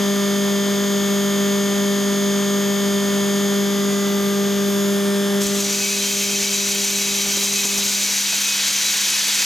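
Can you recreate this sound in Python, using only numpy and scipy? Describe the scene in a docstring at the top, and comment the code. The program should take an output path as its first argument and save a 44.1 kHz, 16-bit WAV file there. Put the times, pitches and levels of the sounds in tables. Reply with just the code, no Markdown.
"""Just above the steel hopper of a nut grinder. Running empty, its four-bladed rotor hums at the
blade-passing frequency, over turbulent air and a whine of shaft harmonics that shifts as the microphone
moves. From 5.4 s nuts pour in: they fracture on the blades, and their impacts excite the hopper's modes.
Gain control ducks the hum under them. As the chamber fills, a coarser churning grows and meal damps
the rotor."""
import sys
import numpy as np
from scipy import signal
from scipy.fft import rfft, irfft
from scipy.io import wavfile
from scipy.ndimage import uniform_filter1d, map_coordinates

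SR = 44100
rng = np.random.default_rng(int(sys.argv[2]) if len(sys.argv) > 2 else 0)


def generate_wav(sig):
    """Save sig (samples, or channels by samples) to the path in sys.argv[1] as 16-bit PCM at SR."""
    pcm = np.round(np.clip(np.atleast_2d(sig).T, -1, 1) * 32767).astype(np.int16)
    wavfile.write(sys.argv[1], SR, pcm)


N = 416744
TIME = np.arange(N) / SR
BINS = np.fft.rfftfreq(N, 1 / SR)

SHAFT_HZ = 49.97
HANDFUL_AT_S, STREAM_AT_S, STREAM_RISE_S = 5.405, 5.52, 0.22

# All levels are relative: the scene's gains and the gain control act on them afterwards.
# microphone path: t/s, position (0 over the throat, 1 halfway up the wall, 2 at the rim)
MIC_PATH = [(0, 0.018), (3.55, 0), (3.95, 0.96), (4.65, 1.2), (4.9, 1.9), (5.35, 1.9), (5.6, 0.64),
            (6.1, 0.16)]
# left port against right port: f/Hz, level/dB
PORT_LEVEL = [(60, 1.0), (99, 0), (160, 3.5), (270, -0.9), (450, 0), (740, -3), (1220, -1.5), (2010, 0.28),
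              (3330, 1), (5500, 1), (9080, -0.3), (15000, -0.3)]
# lead of the left port: f/Hz, phase/rad
PORT_PHASE = [(0, 0.16), (260, 0.52), (600, 0.54), (1980, 0.33), (2330, 0.34), (5430, 0.25), (9300, -0.27),
              (10200, -0.7), (11200, 0.0), (16000, -0.0)]
# likeness of the ports: f/Hz, coherence (0-1)
PORT_COHERENCE = [(30, 0.3), (90, 0.83), (200, 0.79), (1000, 0.85), (5000, 0.99), (8500, 0.87), (12500, 1)]

# air stirred by the rotor: f/Hz, spectral level/dB
AIR_SPECTRUM = [(25, -85), (70, -77), (170, -62), (360, -61.5), (520, -69), (1200, -66), (2450, -73),
                (3400, -68), (5400, -77), (6600, -72), (7600, -81.5), (8700, -81), (10900, -87.5),
                (12200, -80), (14500, -90), (16000, -98)]
# second and third blade harmonics: t/s, level/dB re the blade tone
BLADE_SECOND = [(0, -4), (3.5, -3.3), (5.2, -2.2), (6.2, -2.3), (7.7, -3.7), (7.87, -5), (7.98, -10),
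                (8.3, -14), (8.6, -17)]
BLADE_THIRD = [(0, -10.5), (3.3, -11), (3.7, -13), (4.6, -12), (5.1, -10), (6.8, -11.5), (7.6, -16),
               (8.1, -11.5), (8.3, -24)]
# weak shaft harmonics: f/Hz, level/dB of each
WEAK_HARMONICS = [(60, -54), (300, -54), (1000, -63), (2500, -63.5), (3000, -57), (3150, -67), (3330, -54),
                  (4300, -65.5), (5200, -59), (5700, -62), (6500, -55), (7600, -68), (8400, -64),
                  (10800, -73), (11900, -67), (13500, -73), (16000, -80)]
# strong shaft harmonics: order, then level/dB at throat, wall and rim
STRONG_HARMONICS = [(1, -62, -64, -78), (2, -57, -54, -59), (3, -47, -48, -49), (5, -44, -46, -61),
                    (7, -49, -51, -50), (9, -48, -45, -58), (13, -53, -56, -54), (16, -48, -48, -47),
                    (20, -44, -51, -47), (24, -40, -39, -40), (27, -47, -50, -49), (28, -48, -51, -47),
                    (29, -50, -52, -49), (32, -51, -42, -45), (33, -46, -50, -46), (36, -38, -44, -40),
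                    (40, -46, -44, -49), (44, -43, -50, -47), (48, -53, -51, -54), (66, -51, -50, -52),
                    (68, -42, -43, -43), (69, -47, -47, -49), (70, -40, -42, -39), (71, -42, -42, -45),
                    (73, -54, -50, -45), (77, -55, -55, -55), (82, -52, -56, -62), (90, -50, -50, -64),
                    (91, -49, -49, -54), (94, -44.5, -47, -49), (97, -53, -51, -51), (99, -44, -47, -52),
                    (100, -45, -47, -47), (102, -51, -53, -54), (104, -51, -53, -53), (105, -51, -53, -43),
                    (106, -53, -53, -53), (107, -51, -55, -52), (108, -52, -53, -53), (109, -54, -49, -46),
                    (118, -52, -49, -54), (123, -54, -57, -57), (124, -52, -50, -53), (125, -49, -46, -45),
                    (130, -51, -56, -58), (134, -46, -49, -54), (135, -51, -54, -52), (141, -59, -50, -48),
                    (144, -52, -51, -50), (145, -55, -52, -47), (153, -59, -61, -61), (154, -50, -52, -53),
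                    (159, -58, -58, -70), (161, -58, -64, -70), (163, -58, -53, -55), (164, -60, -58, -57),
                    (170, -56, -57, -59), (181, -61, -65, -63), (190, -50, -54, -60), (196, -60, -59, -56),
                    (199, -54, -55, -54), (202, -61, -63, -69), (217, -62, -62, -66), (226, -62, -63, -61),
                    (235, -53, -52, -47), (239, -64, -62, -60), (243, -63, -57, -75), (244, -41, -42, -43),
                    (245, -52, -54, -59), (253, -59, -60, -57), (262, -58, -60, -60), (271, -58, -62, -57),
                    (280, -66, -60, -67), (307, -62, -66, -68)]
# four shrill shaft harmonics: order
SHRILL_ORDERS = [127, 136, 172, 208]
# their swells as the microphone moves, one list each: t/s, level/dB
SHRILL_LEVELS = [
    [(0, -35), (3.5, -35), (3.65, -37), (4.3, -36.5), (4.9, -38.5), (5.1, -42), (6.1, -32)],
    [(0, -37), (1, -35.5), (3.5, -35), (3.8, -37), (3.88, -34.5), (4, -35), (4.12, -41), (4.4, -38),
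     (4.74, -39), (4.83, -33), (5, -42), (5.2, -44), (6.1, -36)],
    [(0, -50), (3.42, -47), (3.83, -53), (3.9, -46), (4, -46), (4.08, -57), (4.2, -47), (4.35, -47),
     (4.56, -55), (4.76, -45), (4.85, -52), (5.05, -44), (5.3, -46), (5.4, -51)],
    [(0, -52), (2.9, -51), (3.35, -48), (3.5, -52), (4, -50), (4.08, -56), (4.25, -48.5), (4.5, -50),
     (4.8, -49), (4.95, -43), (5.35, -46), (6.1, -53)],
]
# whistle: level/dB at throat, wall and rim
WHISTLE_LEVELS = [-36.5, -41, -39.5]
# shaft harmonics under load: order, start t/s, end t/s, level/dB
LOAD_HARMONICS = [(16, 6.6, 7.9, -42), (20, 7.25, 7.9, -47), (9, 8.2, 8.7, -42), (9, 8.7, 9.6, -48),
                  (18, 5.8, 9.6, -44.5), (27, 8.3, 9.6, -44)]

# dull thumps: t/s, level/dB
THUMP_EVENTS = [(5.461, -34), (6.424, -41), (6.689, -38), (7.109, -42), (7.274, -43), (7.347, -46),
                (7.37, -47), (7.488, -50), (7.741, -48), (7.782, -50)]
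# whole nuts knocking in the throat: t/s, level/dB, f/Hz
KNOCK_EVENTS = [(6.428, -30, 486), (7.26, -31, 790), (7.371, -25, 580), (7.426, -29, 760),
                (7.446, -31, 700), (7.524, -27, 430), (7.648, -20.5, 250), (7.782, -24.5, 380),
                (7.861, -29, 230), (7.902, -28, 613), (8.09, -33, 450), (8.328, -32, 660),
                (8.378, -32, 900), (8.703, -33, 560)]
# hard strikes on one hopper mode: t/s, f/Hz, level/dB, skipping time/s
STRIKE_EVENTS = [(5.83, 2293, -33, .08), (5.87, 2543, -30, .04), (5.975, 4020, -29, .03),
                 (6.025, 3146, -33, .2), (6.3, 3146, -33, .07), (6.31, 2543, -32, .04),
                 (6.72, 3146, -36, .07), (6.93, 3960, -31, .03), (6.98, 2260, -33, .04),
                 (7.19, 3910, -32, .04), (7.28, 3146, -31, .17), (7.35, 3943, -29, 0.05),
                 (7.55, 2545, -35, .03), (7.655, 2545, -33, .04), (7.78, 3146, -33, 0.07),
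                 (7.78, 3900, -30, .05), (8.43, 2535, -29.5, .08), (8.26, 3146, -37, .06),
                 (8.5, 3146, -35, .16), (8.58, 3935, -31, .03), (8.83, 3935, -26, .04),
                 (8.85, 3146, -37, .08), (9.02, 3146, -34, .14), (9.09, 2555, -31, .06)]
# handfuls landing on the wall: t/s, level/dB, decay time/s
SPLASH_EVENTS = [(5.407, -17, .012), (5.414, -14, .016), (5.433, -13, .011), (5.465, -13.5, 0.013),
                 (5.545, -16, .016), (5.602, -12, .018), (5.6432, -15, .012), (5.745, -16, .014),
                 (5.982, -16, .018), (6.0494, -15, .025), (6.427, -13, .009), (6.8418, -13.5, .018),
                 (6.95, -17, .045), (7.1503, -18, 0.011), (7.3644, -12.5, .022), (7.4284, -11, .03),
                 (7.4885, -16, .01), (7.5294, -15, .025), (7.648, -11, .025), (7.775, -12.5, .025),
                 (7.84, -16, .03), (7.8854, -15, .025), (8.037, -15, .012), (8.2, -14, .018),
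                 (8.352, -15, .012), (8.4104, -15, .014), (8.85, -14, .022), (8.9636, -16, .015),
                 (9.008, -17, .012), (9.0974, -15, .028), (9.235, -17, .025), (9.3447, -13, .016),
                 (9.4186, -16, .012)]
# spectra of a knock, a clatter on the wall and a splinter's tick: f/Hz, level/dB
KNOCK_SPECTRUM = [(30, -22), (80, -11), (220, 4), (450, 4), (750, 2), (1200, 0), (2000, -8), (9000, -23),
                  (15000, -30)]
WALL_SPECTRUM = [(1000, -32), (4000, -17), (5400, -1), (6300, 5.5), (7200, 3), (8000, -1), (10500, -9),
                 (12200, -5), (14000, -18), (16000, -24)]
SPLINTER_SPECTRUM = [(1000, -30), (5000, -5), (7500, 0), (9500, -2), (10800, -6), (12200, 2), (14000, -8),
                     (16000, -11)]
# loose nuts tumbling, meal churning and nuts cracking: f/Hz, spectral level/dB
TUMBLE_SPECTRUM = [(20, -81), (50, -82), (100, -73.5), (200, -75), (400, -87), (900, -101), (3000, -130)]
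CHURN_SPECTRUM = [(50, -106), (120, -84), (300, -76), (700, -77), (950, -70), (1200, -71), (1700, -63),
                  (2500, -67), (3400, -60), (5000, -61.5), (7000, -76), (10000, -71), (16000, -100)]
CRACK_SPECTRUM = [(30, -106), (120, -77), (300, -73), (700, -77), (1300, -76.5), (1800, -74), (2300, -66),
                  (4500, -63), (5400, -64), (6000, -60), (7100, -61.5), (7600, -65), (11000, -74.5),
                  (12300, -69.5), (14300, -82), (16000, -87)]
# hopper and casing modes: f/Hz, bandwidth/Hz, level/dB re the cracking
HOPPER_MODES = [(804, 30, 4), (985, 40, 6), (1488, 35, 9), (1700, 94, 3), (1770, 12, 1), (1985, 30, 4.5),
                (2110, 60, 4), (2243, 21, 8), (2293, 9, 12), (2365, 19, 6), (2542, 21, 12.5), (2760, 50, 1),
                (3143, 7, 13), (3570, 37, -1), (3860, 31, 4.5), (3936, 22, 10), (4020, 47, 2.5),
                (4295, 25, 4), (4885, 50, 7), (5680, 170, 1), (5950, 80, 7), (6480, 110, 5), (7140, 100, 5),
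                (8390, 40, 4), (8980, 40, 2), (9860, 81, 4.5), (11380, 36, 8), (11720, 180, 2)]


def gain_of(db):
    """Amplitude ratio: a factor of ten per 20 dB."""
    return 10 ** (np.asarray(db) / 20)


def unit_rms(x):
    """Normalisation to unit mean power."""
    return x / np.sqrt(np.mean(x ** 2) + 1e-20)


def at_hz(spectrum, hz):
    """Interpolation on a logarithmic frequency axis."""
    f, value = np.transpose(spectrum)
    return np.interp(np.log(hz + 1), np.log(f + 1), value)


def curve(points, t=TIME):
    """Linear interpolation in time."""
    return np.interp(t, *np.transpose(points))


def ramp(start_s, length_s):
    """Linear transition from 0 to 1, then held."""
    return np.clip((TIME - start_s) / length_s, 0, 1)


def add(mix, start_s, sound):
    """Superposition of a delayed sound on the mix."""
    part = mix[round(start_s * SR):][:len(sound)]
    part += sound[:len(part)]


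def drift(per_s):
    """Slow random modulation of about unit rms."""
    knots = rng.standard_normal(2048)
    return 1.2 * np.interp(TIME * per_s, np.arange(len(knots)), knots)


def impacts(per_s, spread_db):
    """Poisson train of impulses, a few much larger than the rest."""
    size = gain_of(spread_db * np.minimum(rng.exponential(1, N), 4))
    return unit_rms(size * rng.choice([-1, 1], N) * (rng.random(N) < per_s / SR))


def burst(spectrum, decay_s, rise_share=0.13):
    """Unresolved impacts merge into noise that builds, then decays exponentially."""
    t = np.arange(SR // 6) / SR
    shape = gain_of(at_hz(spectrum, np.fft.rfftfreq(len(t), 1 / SR)))
    noise = unit_rms(irfft(rfft(rng.standard_normal(len(t))) * shape, len(t)))
    return noise * (1 - np.exp(-t / (rise_share * decay_s))) * np.exp(-t / decay_s)


def ticks(spectrum, per_s, spread_db, decay_s, kinds):
    """Shot noise: impulse trains, each convolved with its own short burst."""
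    return sum(signal.oaconvolve(impacts(per_s / kinds, spread_db), burst(spectrum, decay_s))[:N]
               for _ in range(kinds))


def coloured(drive, spectrum):
    """Partial coherence: a filtered white drive reaches both ports, with a diffuse share that differs."""
    coherence = np.clip(at_hz(PORT_COHERENCE, BINS), 0, 1)
    direct = rfft(drive) * np.sqrt((1 + coherence) / 2)
    diffuse = rfft(rng.standard_normal(N)) * np.sqrt((1 - coherence) / 2)
    ports = np.array([direct + diffuse, direct - diffuse])
    return irfft(ports * gain_of(at_hz(spectrum, BINS)) * np.sqrt(SR / 2), N)


def air_rush(angle, chop=0.22, gust_db=0.4, rim_db=-0.35):
    """Turbulence noise, amplitude-modulated by the passing blades."""
    chopped = unit_rms(rng.standard_normal(N) * (1 + chop * np.cos(4 * angle)))
    air = coloured(chopped, AIR_SPECTRUM)
    return air * gain_of(gust_db * drift(15) + rim_db * np.clip(curve(MIC_PATH), 0, 1))


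def blade_hum(angle, tone_db=-21.5, flutter_db=0.42, wall_db=-0.2):
    """Blade-passing tone: four pressure dips a turn. The choking throat absorbs its upper harmonics."""
    level_db = tone_db + wall_db * np.sin(np.pi * curve(MIC_PATH) / 2) ** 2 + flutter_db * drift(25)
    second = gain_of(curve(BLADE_SECOND)) * np.cos(8 * angle)
    third = gain_of(curve(BLADE_THIRD)) * np.cos(12 * angle + 2)  # phase-shifted by the throat
    return -np.sqrt(2) * gain_of(level_db) * (np.cos(4 * angle) + second + third)


def rub_phases(orders, rub_hz=3480, width_hz=420, sweep=0.071):
    """Quadratic phase, in turns, gathers one band into a light rub's rising chirp; the rest is random."""
    offset = orders - rub_hz / SHAFT_HZ
    return np.where(abs(offset) * SHAFT_HZ < width_hz / 2, -sweep * offset ** 2, rng.random(len(orders)))


def shaft_whine(angle, waver_db=0.5, moving_waver_db=1.5, scatter_db=2.5, turn_size=2048, frames=240):
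    """A rattle repeated every turn has a line spectrum; its levels shift as the microphone moves."""
    orders = np.arange(1, 330)
    moments = np.linspace(0, TIME[-1], frames)
    position = curve(MIC_PATH, moments)
    weak_db = at_hz(WEAK_HARMONICS, orders * SHAFT_HZ) + scatter_db * rng.uniform(-1, 1, len(orders))
    level_db = np.tile(weak_db, (frames, 1))
    for order, *by_position_db in STRONG_HARMONICS:
        level_db[:, round(order) - 1] = np.interp(position, [0, 1, 2], by_position_db)
    waver = unit_rms(uniform_filter1d(rng.standard_normal(level_db.shape), size=8, axis=0))
    level_db += waver * (waver_db + moving_waver_db * np.clip(position, 0, 1)[:, None])
    for order, points in zip(SHRILL_ORDERS, SHRILL_LEVELS):
        level_db[:, order - 1] = curve(points, moments) + waver_db * waver[:, order - 1]
    lines = gain_of(level_db) * np.exp(2j * np.pi * rub_phases(orders))
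    # the waveform of one turn for each frame, read out at the shaft's angle
    turns = irfft(np.pad(lines, ((0, 0), (1, 0))), turn_size) * turn_size / np.sqrt(2)
    frame = TIME / TIME[-1] * (frames - 1)
    within_turn = angle / (2 * np.pi) % 1 * turn_size
    return map_coordinates(turns, [frame, within_turn], order=3, mode="grid-wrap")


def whistle(angle, order=63, vibrato_rad=1.0, waver_db=0.6):
    """Phase modulation: the pitch of a clean whistle swings once a turn."""
    level_db = np.interp(curve(MIC_PATH), [0, 1, 2], WHISTLE_LEVELS) + waver_db * drift(8)
    return np.sqrt(2) * gain_of(level_db) * np.sin(order * angle + vibrato_rad * np.sin(angle))


def strain(angle, waver_db=2.0, fade_s=0.1):
    """Forced vibration: faint harmonics come and go as the shaft works against the meal."""
    out = np.zeros(N)
    for order, start, end, db in LOAD_HARMONICS:
        held = ramp(start, fade_s) * (1 - ramp(end - fade_s, fade_s))
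        out += held * gain_of(db + waver_db * drift(9)) * np.sin(round(order) * angle)
    return np.sqrt(2) * out


def pour(handful_s=0.14, handful_flow=0.34):
    """Flow of nuts: a parabolic pulse for the first handful, then a steady stream of 1."""
    u = ramp(HANDFUL_AT_S, handful_s)
    return handful_flow * 4 * u * (1 - u) + ramp(STREAM_AT_S, STREAM_RISE_S)


def fullness(first_fill=0.095, midpoint_s=8.27, filling_s=0.34):
    """Logistic growth of the meal in the chamber, from a small share towards 1."""
    return first_fill + (1 - first_fill) / (1 + np.exp((midpoint_s - TIME) / filling_s))


def thumps(push_s=0.0024, boost_db=8.0):
    """Low pressure pulses: one compression, then a weaker rarefaction."""
    u, out = np.arange(SR // 10) / SR / push_s, np.zeros(N)
    for start, db in THUMP_EVENTS:
        add(out, start, gain_of(db + boost_db) * u * (2 - u) * np.exp(-u))
    return out


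def knocks(crack_s=0.008, crack_db=-3.0, body_s=0.006, body_db=-6.0):
    """Impact of a whole nut on a blade: a broadband crack and a hollow damped oscillation."""
    t, out = np.arange(SR // 6) / SR, np.zeros(N)
    for start, db, hz in KNOCK_EVENTS:
        crack = gain_of(crack_db) * burst(KNOCK_SPECTRUM, crack_s)
        body = gain_of(body_db) * np.exp(-t / body_s) * np.sin(2 * np.pi * hz * t)
        add(out, start, gain_of(db) * (crack + body))
    return out


def strikes(rise_s=0.01, decay_s=0.046, uneven=0.22, wander_rad=0.55):
    """Resonance: a nut skipping unevenly along the steel pumps one mode, which then decays freely."""
    t, out = np.arange(SR // 2) / SR, np.zeros(N)
    for start, hz, db, skip_s in STRIKE_EVENTS:
        swell = (1 - np.exp(-t / rise_s)) * np.exp(-np.maximum(t - skip_s, 0) / decay_s)
        swell *= 1 + uneven * drift(92)[:len(t)]
        phase = 2 * np.pi * hz * t + wander_rad * drift(28)[:len(t)]
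        add(out, start, gain_of(db) * swell * np.sin(phase))
    return out


def splashes(trim_db=-8.0):
    """Incoherent summation: each handful lands on the wall as one bright clatter."""
    out = np.zeros(N)
    for start, db, decay_s in SPLASH_EVENTS:
        add(out, start, gain_of(db + trim_db) * burst(WALL_SPECTRUM, decay_s))
    return out


def chips(fill, gain_db=-37.5):
    """Rebound: chips flung back up tick on the wall, with power proportional to the fill."""
    ticking = ticks(WALL_SPECTRUM, per_s=70, spread_db=2.2, decay_s=0.0049, kinds=5)
    return unit_rms(ticking) * gain_of(gain_db) * np.sqrt(fill)


def splinters(flow, fill, flurry_db=3.3, gain_db=-39, full_db=1.5):
    """Brief contacts radiate treble: flurries of hard splinters on steel, louder from a full chamber."""
    ticking = ticks(SPLINTER_SPECTRUM, per_s=300, spread_db=2.5, decay_s=0.00065, kinds=8)
    flurries = unit_rms(ticking * gain_of(flurry_db * drift(13)))
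    return flurries * flow ** 2 * gain_of(gain_db + full_db * fill)


def hopper_ring(blows_per_s=900, clump_db=0.8, trim_db=-0.5, lowest_hz=150):
    """Modal excitation: fragments hit different places, so each mode gets its own train of blows."""
    t, out = np.arange(SR // 4) / SR, np.zeros(N)
    for hz, width_hz, db in HOPPER_MODES:
        response = np.exp(-np.pi * width_hz * t) * np.sin(2 * np.pi * hz * t)
        blows = impacts(blows_per_s, spread_db=1.0) * gain_of(clump_db * drift(7))
        ringing = unit_rms(signal.oaconvolve(blows, response)[:N])
        noise_band_hz = np.pi * width_hz / 2
        out += ringing * gain_of(db + trim_db + at_hz(CRACK_SPECTRUM, hz)) * np.sqrt(noise_band_hz)
    return signal.sosfilt(signal.butter(1, lowest_hz, "high", fs=SR, output="sos"), out)


def wall_reflections(x, t60_s=0.035):
    """All-pass reverberation: dense echoes between the steel walls smear impacts without colour."""
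    t = np.arange(SR // 10) / SR
    echoes = rfft(rng.standard_normal(len(t)) * gain_of(-60 * t / t60_s), N)
    return irfft(rfft(x) * echoes / (abs(echoes) + 1e-9), N)


def grinding(angle, flow, cracks_per_s=14000, clump_db=0.55, swing=0.044, surge_db=1.0):
    """Brittle fracture in clumps, harder once a turn; tumbling yields to churning as the chamber fills."""
    fill = fullness()
    bite = gain_of(clump_db * drift(110)) * (1 + swing * np.cos(angle))
    shatter = unit_rms(wall_reflections(impacts(cracks_per_s, spread_db=1.8) * bite))
    cracking = coloured(shatter, CRACK_SPECTRUM) + hopper_ring() * np.sqrt(flow)
    cracking *= flow ** 0.25 * gain_of(surge_db * drift(22))
    churning = coloured(rng.standard_normal(N) * bite, CHURN_SPECTRUM) * fill
    tumbling = coloured(impacts(per_s=400, spread_db=4.0), TUMBLE_SPECTRUM) * (1 - fill) ** 2
    contents = (churning + tumbling + chips(fill)) * ramp(HANDFUL_AT_S, 0.033)
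    return cracking + contents + splinters(flow, fill)


def gain_control(x, threshold_db=-25.5, ratio=3.48, follow_s=0.016, sensed_hz=1500):
    """Compression: loud treble turns everything down, so the hum ducks under the nuts."""
    treble = signal.sosfilt(signal.butter(2, sensed_hz, "high", fs=SR, output="sos"), x.mean(0))
    pole = np.exp(-1 / (follow_s * SR))
    level_db = 10 * np.log10(signal.lfilter([1 - pole], [1, -pole], treble ** 2) + 1e-12)
    return x * gain_of(-np.maximum(level_db - threshold_db, 0) * (1 - 1 / ratio))


def scene(choke_db=-7.5, stream_db=9, build_db_per_s=1.97):
    """Superposition of the rotor and the nuts, with one shaft angle timing all that turns."""
    angle = 2 * np.pi * np.cumsum(SHAFT_HZ + 0.0043 * drift(5.96)) / SR
    flow = pour()
    rotor = blade_hum(angle) + shaft_whine(angle) + whistle(angle) + air_rush(angle)
    rotor *= gain_of(choke_db * ramp(7.78, 0.65))  # meal chokes the throat and damps the rotor
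    machine = rotor + strain(angle)
    nuts = grinding(angle, flow) + knocks() + splashes() + strikes() + thumps()
    # the nuts grow louder with the flow, and as they gather at the blades
    gathering_s = np.maximum(TIME - STREAM_AT_S - STREAM_RISE_S, 0)
    return machine + nuts * gain_of(stream_db * flow + build_db_per_s * gathering_s)


def record(dry):
    """Level and phase differences between two close ports, then compression and a low-pass filter."""
    port = gain_of(at_hz(PORT_LEVEL, BINS) / 2) * np.exp(0.5j * at_hz(PORT_PHASE, BINS))
    stereo = irfft(rfft(dry) * np.array([port, 1 / port]), N)
    low_pass = signal.firwin(511, cutoff=16350, window=("kaiser", 9), fs=SR)
    return signal.oaconvolve(gain_control(stereo), low_pass[None], "same")


dry = scene()
out = record(dry)
generate_wav(out)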